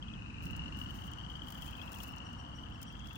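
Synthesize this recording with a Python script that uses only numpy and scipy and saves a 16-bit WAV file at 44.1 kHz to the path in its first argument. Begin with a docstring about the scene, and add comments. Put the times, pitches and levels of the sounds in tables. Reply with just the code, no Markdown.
"""Small frogs trill in overlapping runs of pulses, mostly to the left, over a farther chorus, in an early spring marsh.
Each pulse is a short swelling tone whose pitch sags; echoes blur the far trills together.
Dry grass rustles and snaps close by (bursts of noise), stems tick, and a small bird gives thin arched chips.
Under it all lie a low rumble and distant traffic, made of coloured noise, and a faint steady hum."""
import sys
import numpy as np
from scipy import signal
from scipy.fft import rfft, irfft
from scipy.io import wavfile
from scipy.ndimage import uniform_filter1d

SR = 44100
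rng = np.random.default_rng(int(sys.argv[2]) if len(sys.argv) > 2 else 0)


def transcribe(u):
    """Save the signal u as a 16-bit wav file named by the first command-line argument.

    u: samples, shape (n,) or (channels, n), limited to [-1, 1]; the rate is SR.
    q: integer samples, one column per channel.
    """
    v = np.clip(np.atleast_2d(u).T, -1, 1)
    q = np.round(v * 32767).astype(np.int16)
    wavfile.write(sys.argv[1], SR, q)


N = 139797  # length of the scene in samples


def undb(db):
    """Turn decibels into a plain gain."""
    return 10 ** (np.asarray(db) / 20)


def unit(x):
    """Scale to an rms of 1."""
    return x / np.sqrt(np.mean(x ** 2) + 1e-30)


def pan(db):
    """Left and right gains for a level difference; positive leans left."""
    return undb(np.array([[db], [-db]]) / 2)


def add(out, start_s, sound):
    """Mix a sound in at a time, dropping whatever falls outside the scene."""
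    i = int(start_s * SR)
    a, b = max(i, 0), min(i + sound.shape[-1], N)
    if b > a:
        out[..., a:b] += sound[..., a - i:b - i]


def over_hz(points):
    """Join (Hz, value) points on a log-frequency axis."""
    hz, value = np.array(points, float).T
    return np.interp(np.log(np.fft.rfftfreq(N, 1 / SR) + 1), np.log(hz), value)


def walk(count):
    """Smooth chance with an rms of 1, changing about count times a second."""
    width = SR // count
    smoothed = uniform_filter1d(rng.standard_normal(N), width)
    return unit(uniform_filter1d(smoothed, width))


def echoes(x, t60_s, wet_db):
    """Add a diffuse tail of noise that falls 60 dB in t60_s, different at each ear."""
    t = np.arange(SR // 2) / SR
    tail = rng.standard_normal((2, len(t))) * undb(-60 * t / t60_s) * (t > .003)
    tail /= np.sqrt(np.sum(tail ** 2, axis=1, keepdims=True))
    return x + undb(wet_db) * signal.fftconvolve(x, tail, axes=1)[:, :N]


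def at_ports(noises, spectrum, ports):
    """Colour two unrelated noises and give them the balance, likeness and phase of two microphone ports."""
    balance_db, likeness, phase = (over_hz([(row[0], row[k]) for row in ports])
                                   for k in range(1, len(ports[0])))
    likeness, balance = np.clip(likeness, 0, 1), undb(balance_db / 2)
    left, other = rfft(noises)
    # the right port shares part of the left noise, shifted in phase
    right = likeness * left * np.exp(-1j * phase) + np.sqrt(1 - likeness ** 2) * other
    colour = unit(undb(over_hz(spectrum)))
    return irfft(np.array([left * balance, right / balance]) * colour, N)


# colour of the background noise: pitch_hz, relative_level_db (per Hz)
AIR_COLOUR = [(22, -18), (30, -29), (39, -6), (58, 2.5), (75, 0), (110, -3), (140, -3.5), (230, -6),
              (310, -11.5), (390, -23), (600, -22), (950, -17.5), (1280, -17), (1700, -20.5), (2150, -29),
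              (3700, -36), (4500, -39.5), (6000, -38.5), (8500, -46.5), (11000, -59.5), (16000, -70)]
# background at the two ports: pitch_hz, left_over_right_db, likeness (0-1), phase_rad
AIR_AT_PORTS = [(63, -1, 0.68, 0.), (251, -1.5, 0.9, 0.57), (430, -3, 0.25, 1.), (586, 2, 0.95, 2),
                (930, 4, 0.73, 2), (1420, 5, 0.2, 4), (2160, 3, 0.52, 5.5), (4630, 12.5, 0, 4),
                (8240, 14.5, 0.58, 4), (10700, -4, 0, 6)]
# slow swells, on top of AIR_DB: time_s, rumble_db, middle_db, treble_db
AIR_SWELLS = [(0., 2, -2.5, -4.5), (.39, 1, -2, -2.5), (.46, 6.5, 2, -1), (.8, 3, 1.5, 1),
              (1.05, 1.5, 2, -1), (1.501, -0.5, 2.5, -1.5), (1.9, -0.5, 4.5, -1.5), (2.25, -0.5, 4, -2.5),
              (2.7, -0.5, 1.5, -5), (3.17, -0.5, 0, -2.5)]
# steady hum tones: pitch_hz, level_db
HUM_TONES = [(60, -59), (301, -65.5)]
AIR_DB = -46.5
RUMBLE_EDGE_HZ, TREBLE_EDGE_HZ = 440, 1300


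def background():
    """Low rumble, far traffic and a thin hiss, each noise band swelling slowly, and a faint hum."""
    t, hz = np.arange(N) / SR, np.fft.rfftfreq(N, 1 / SR)
    air = rfft(at_ports(rng.standard_normal((2, N)), AIR_COLOUR, AIR_AT_PORTS))
    rumble, below_treble = (1 / (1 + (hz / edge) ** 6) for edge in (RUMBLE_EDGE_HZ, TREBLE_EDGE_HZ))
    bands = (rumble, below_treble - rumble, 1 - below_treble)
    times, *levels = np.array(AIR_SWELLS).T
    # each hum tone wanders slightly in phase
    out = sum(undb(db) * np.sin(2 * np.pi * tone_hz * t + .5 * walk(3)) for tone_hz, db in HUM_TONES)
    for band, band_db in zip(bands, levels):
        out = out + irfft(air * band, N) * undb(AIR_DB + np.interp(t, times, band_db))
    return out


# overtones of a frog pulse: ratio (to the pitch), level_db
PULSE_PARTIALS = [(1, 0), (1.5, -20.5), (1.95, -27)]
PULSE_RISE_S, PULSE_SHARPNESS = .003, 3.6
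PULSE_SAG_HZ_PER_S, PULSE_SCATTER_DB, PULSE_SCATTER_HZ = 26000, 1, 25
LOUDER_DB, LOUDER_REACH_S = 2, .005


def trill(start, length, gap, growth, first_hz, last_hz, first_db, last_db, louder_at=()):
    """A run of short pulses of the vocal sac; each swells, sags in pitch and dies away."""
    out, t = np.zeros(N), np.arange(SR // 60) / SR
    swell = (t / PULSE_RISE_S * np.exp(1 - t / PULSE_RISE_S)) ** PULSE_SHARPNESS
    for k, (loud, sharp) in enumerate(rng.standard_normal((40, 2))):
        at = k * gap + growth * k * (k - 1) / 2  # the gap changes by growth at every pulse
        if at > length or at < 0:
            break
        hz = first_hz + (last_hz - first_hz) * at / length + PULSE_SCATTER_HZ * sharp
        db = first_db + (last_db - first_db) * at / length + PULSE_SCATTER_DB * loud
        db += LOUDER_DB * any(abs(start + at - moment) < LOUDER_REACH_S for moment in louder_at)
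        phase = 2 * np.pi * np.cumsum(hz - PULSE_SAG_HZ_PER_S * (t - PULSE_RISE_S)) / SR
        tone = sum(undb(part_db) * np.sin(ratio * phase) for ratio, part_db in PULSE_PARTIALS)
        add(out, start + at - PULSE_RISE_S, undb(db) * swell * tone)  # the swell peaks on time
    return out


# waves of far trills: start_s, length_s, first_pitch_hz, last_pitch_hz, level_db (before echoes and pan)
FAR_WAVES = [(-.3, 0.85, 3030, 2667, -51), (0.419, 1.31, 2830, 3207, -50.5), (1.748, 0.94, 2713, 3106, -51),
             (2.699, 0.52, 2916, 3240, -52)]
FAR_STAGGER_S, FAR_SPREAD_HZ, FAR_GAP_S = .06, 193, .05
FAR_PAN_DB, FAR_T60_S, FAR_WET_DB = 7, .27, 1


def far_frogs():
    """Waves of five distant trills each, on alternate sides, blurred by echoes into a chorus."""
    out = np.zeros((2, N))
    for start, length, first_hz, last_hz, db in FAR_WAVES:
        for k, (when, pitch, pace) in enumerate(rng.standard_normal((5, 3))):
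            own_start = start + FAR_STAGGER_S * when
            own_gap = FAR_GAP_S * np.exp(.15 * pace)
            own_hz = FAR_SPREAD_HZ * np.tanh(pitch)
            out[k % 2] += trill(own_start, length, own_gap, 0, first_hz + own_hz, last_hz + own_hz, db, db)
    return pan(FAR_PAN_DB) * echoes(out, FAR_T60_S, FAR_WET_DB)


# bird chips: middle_s, top_pitch_hz, level_db (before BIRD_DB, pan and echoes)
BIRD_CHIPS = [(1.83, 5450, -66), (1.94, 5470, -68), (2.104, 5470, -62.5), (2.264, 5700, -60.5),
              (2.398, 5720, -60.5), (2.564, 5750, -59.5), (2.748, 5560, -64), (2.883, 5780, -59)]
BIRD_DB, BIRD_PAN_DB, TREES_T60_S, TREES_DB = -2.5, 6.5, .35, -4
CHIP_S, CHIP_ARCH_HZ, CHIP_WAVER_HZ = .046, 950, 65
UPPER_VOICE_RATIO, UPPER_VOICE_DB = 1.5, -13


def bird():
    """Two-voiced chips whose pitch arches up and down, echoing among the trees."""
    out, u = np.zeros(N), np.linspace(-1, 1, int(CHIP_S * SR))  # u runs from -1 to 1 over a chip
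    for middle, top_hz, db in BIRD_CHIPS:
        arch_hz = top_hz - CHIP_ARCH_HZ * np.abs(u) * u ** 2
        waver_hz = CHIP_WAVER_HZ * walk(900)[:len(u)]
        phase = 2 * np.pi * np.cumsum(arch_hz + waver_hz) / SR
        voices = np.sin(phase) + undb(UPPER_VOICE_DB) * np.sin(UPPER_VOICE_RATIO * phase)
        add(out, middle - CHIP_S / 2, undb(db + BIRD_DB) * (1 - u ** 2) * voices)
    return echoes(out * pan(BIRD_PAN_DB), TREES_T60_S, TREES_DB)


# light ticks of stems farther off: start_s, ring_pitch_hz, level_db (on the left, before the decay)
TICKS = [(0.131, 6040, -57), (1.135, 6150, -46.5), (2.183, 5840, -46), (2.331, 5800, -50),
         (2.995, 6240, -51.5), (3.072, 5600, -45)]
STEM_DECAY_S, STEM_WIDTH_HZ, STEM_PAN_DB = .0017, 1260, 25


def stems():
    """Stems knock together to the left, each with a short, broad ring of filtered noise."""
    out, t = np.zeros(N), np.arange(SR // 40) / SR
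    hz = np.fft.rfftfreq(len(t), 1 / SR)
    for at, ring_hz, db in TICKS:
        resonance = 1 / (1 + ((hz - ring_hz) / STEM_WIDTH_HZ) ** 2)
        ring = irfft(rfft(rng.standard_normal(len(t))) * resonance, len(t))
        add(out, at, undb(db) * unit(ring) * np.exp(-t / STEM_DECAY_S))
    return out * undb(np.array([[0], [-STEM_PAN_DB]]))


# bouts of grass rustle: start_s, length_s, level_db (before flicker and balance)
RUSTLE_BOUTS = [(.42, 2.6, -82), (0.422, 0.1, -64.5), (0.774, 0.31, -66.5), (1.286, 0.093, -73.5),
                (1.428, 0.7, -65.5), (1.628, 0.057, -59.5), (1.92, 0.13, -62.5), (3.034, 0.16, -72)]
# stalks snapping: time_s, peak_level_db (before the noise and balance)
STALK_SNAPS = [(0.4546, -47.5), (0.509, -54), (0.5648, -47), (1.115, -53), (1.185, -61), (1.483, -49),
               (1.5035, -43.5), (1.522, -45.5), (1.546, -50), (1.621, -48), (1.7088, -50), (1.779, -60),
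               (1.919, -44.5), (1.946, -52), (1.9858, -45), (2.163, -54), (2.3307, -61), (2.702, -72),
               (2.8158, -44), (2.8289, -39.5), (2.926, -59), (3.07, -63), (3.131, -55), (3.156, -48.5)]
# colour of dry grass: pitch_hz, relative_level_db (per Hz)
GRASS_COLOUR = [(1500, -2), (3500, -1), (5500, 0), (7500, -5.5), (9000, 2), (10500, 0), (12700, 1),
                (14500, 7), (16000, 6)]
# grass at the two ports: pitch_hz, left_over_right_db, likeness (0-1), phase_rad
GRASS_AT_PORTS = [(4040, 7, 0, -21), (7100, 22, 0, -3), (9300, -1, 0, 0.7), (10760, 0, 1, -3),
                  (13930, 0, 0.83, -5), (14600, -4, 1, -13), (16300, 12, 0.9, 0.5)]
RUSTLE_EDGE_S, RUSTLE_FLICKER_DB, SNAP_DECAY_S = .019, 4., .0032
FIBRES_PER_S, FIBRE_SCATTER_DB = 730, 2.5


def grass():
    """Dry fibres tick densely in uneven bouts and stalks snap: noise shaped by many brief decays."""
    t = np.arange(N) / SR
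    fibre_db = FIBRE_SCATTER_DB * np.minimum(rng.exponential(size=N), 6)
    ticks = (rng.random(N) < FIBRES_PER_S / SR) * undb(fibre_db)
    # the energy of each tick dies away over about 1.3 ms
    energy = signal.lfilter([1], [1, -np.exp(-1 / (.0013 * SR))], ticks ** 2)
    crackle = unit(np.sqrt(energy))
    bouts = np.zeros(N)
    for at, length, db in RUSTLE_BOUTS:
        ramp = np.minimum(t - at, at + length - t) / RUSTLE_EDGE_S + .5
        bouts += undb(db) * np.clip(ramp, 0, 1)
    force = bouts * crackle * undb(RUSTLE_FLICKER_DB * walk(70))
    for at, db in STALK_SNAPS:
        add(force, at, undb(db) * np.exp(-t[:SR // 20] / SNAP_DECAY_S))
    return at_ports(force * rng.standard_normal((2, N)), GRASS_COLOUR, GRASS_AT_PORTS)


# near frog trills: start_s, length_s, first_gap_s, gap_growth_s (per pulse), first_pitch_hz, last_pitch_hz,
# first_level_db, last_level_db (both before FROG_DB and echoes), left_over_right_db
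NEAR_TRILLS = [(.027, .13, .057, -.003, 3190, 3320, -39, -41, 9),
               (.0426, .77, .05938, .000521, 2820, 2930, -46, -40, 6),
               (.2223, .71, .03969, .00042, 2600, 3000, -42, -40, 6),
               (.442, .25, .046, -.0008, 2780, 2880, -42, -42, 6),
               (.5025, .72, .05705, .002881, 2830, 3090, -41, -41, 11),
               (.7555, .71, .04567, .000569, 2940, 3020, -43, -43, 13),
               (.8384, .54, .06221, -.001197, 3030, 3120, -43, -40, 15),
               (1.213, .59, .05212, -.00005, 3130, 3120, -43.5, -42, 15),
               (1.245, .32, .055, .0034, 3110, 3180, -41, -41, 17),
               (1.623, .39, .0655, -.0008, 3200, 3300, -42, -42, 16),
               (1.582, .31, .049, 0., 2780, 2720, -45, -44, 10),
               (1.7954, .86, .04112, .000358, 2730, 3060, -43, -44, 10),
               (2.0071, .74, .06597, -.000165, 2860, 3100, -41, -44, 12),
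               (2.111, .38, .0585, .001, 2850, 2920, -43, -45, 10),
               (2.6649, .52, .04638, .000758, 2760, 2740, -47, -43, 9),
               (2.8252, .35, .05569, -.0002, 3200, 3360, -48, -46, 13)]
# moments at which near trill pulses sound louder: time_s
LOUDER_MOMENTS = [.469, .551, .597, .656, .682, .814, .992, 1.184, 1.421, 1.63, 1.69, 1.815, 2.205, 3.11]
FROG_DB, REED_T60_S, REED_DB = 1.5, .07, -10


def near_frogs():
    """Single frogs to the left, scattered by the reeds; they reach the two ports in opposite phase."""
    dry = np.zeros((2, N))
    for *row, side_db in NEAR_TRILLS:
        sides = np.array([[1], [-undb(-side_db)]])
        dry += trill(*row, louder_at=LOUDER_MOMENTS) * sides
    return undb(FROG_DB) * echoes(dry, REED_T60_S, REED_DB)


def scene():
    """Frogs, bird, stems and grass over the background."""
    return background() + far_frogs() + bird() + stems() + grass() + near_frogs()


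TOP_HZ = 15900


def record(dry):
    """The recorder cuts the top with a steep low-pass filter."""
    return signal.sosfilt(signal.ellip(10, .2, 70, TOP_HZ, fs=SR, output="sos"), dry)


dry = scene()
out = record(dry)
transcribe(out)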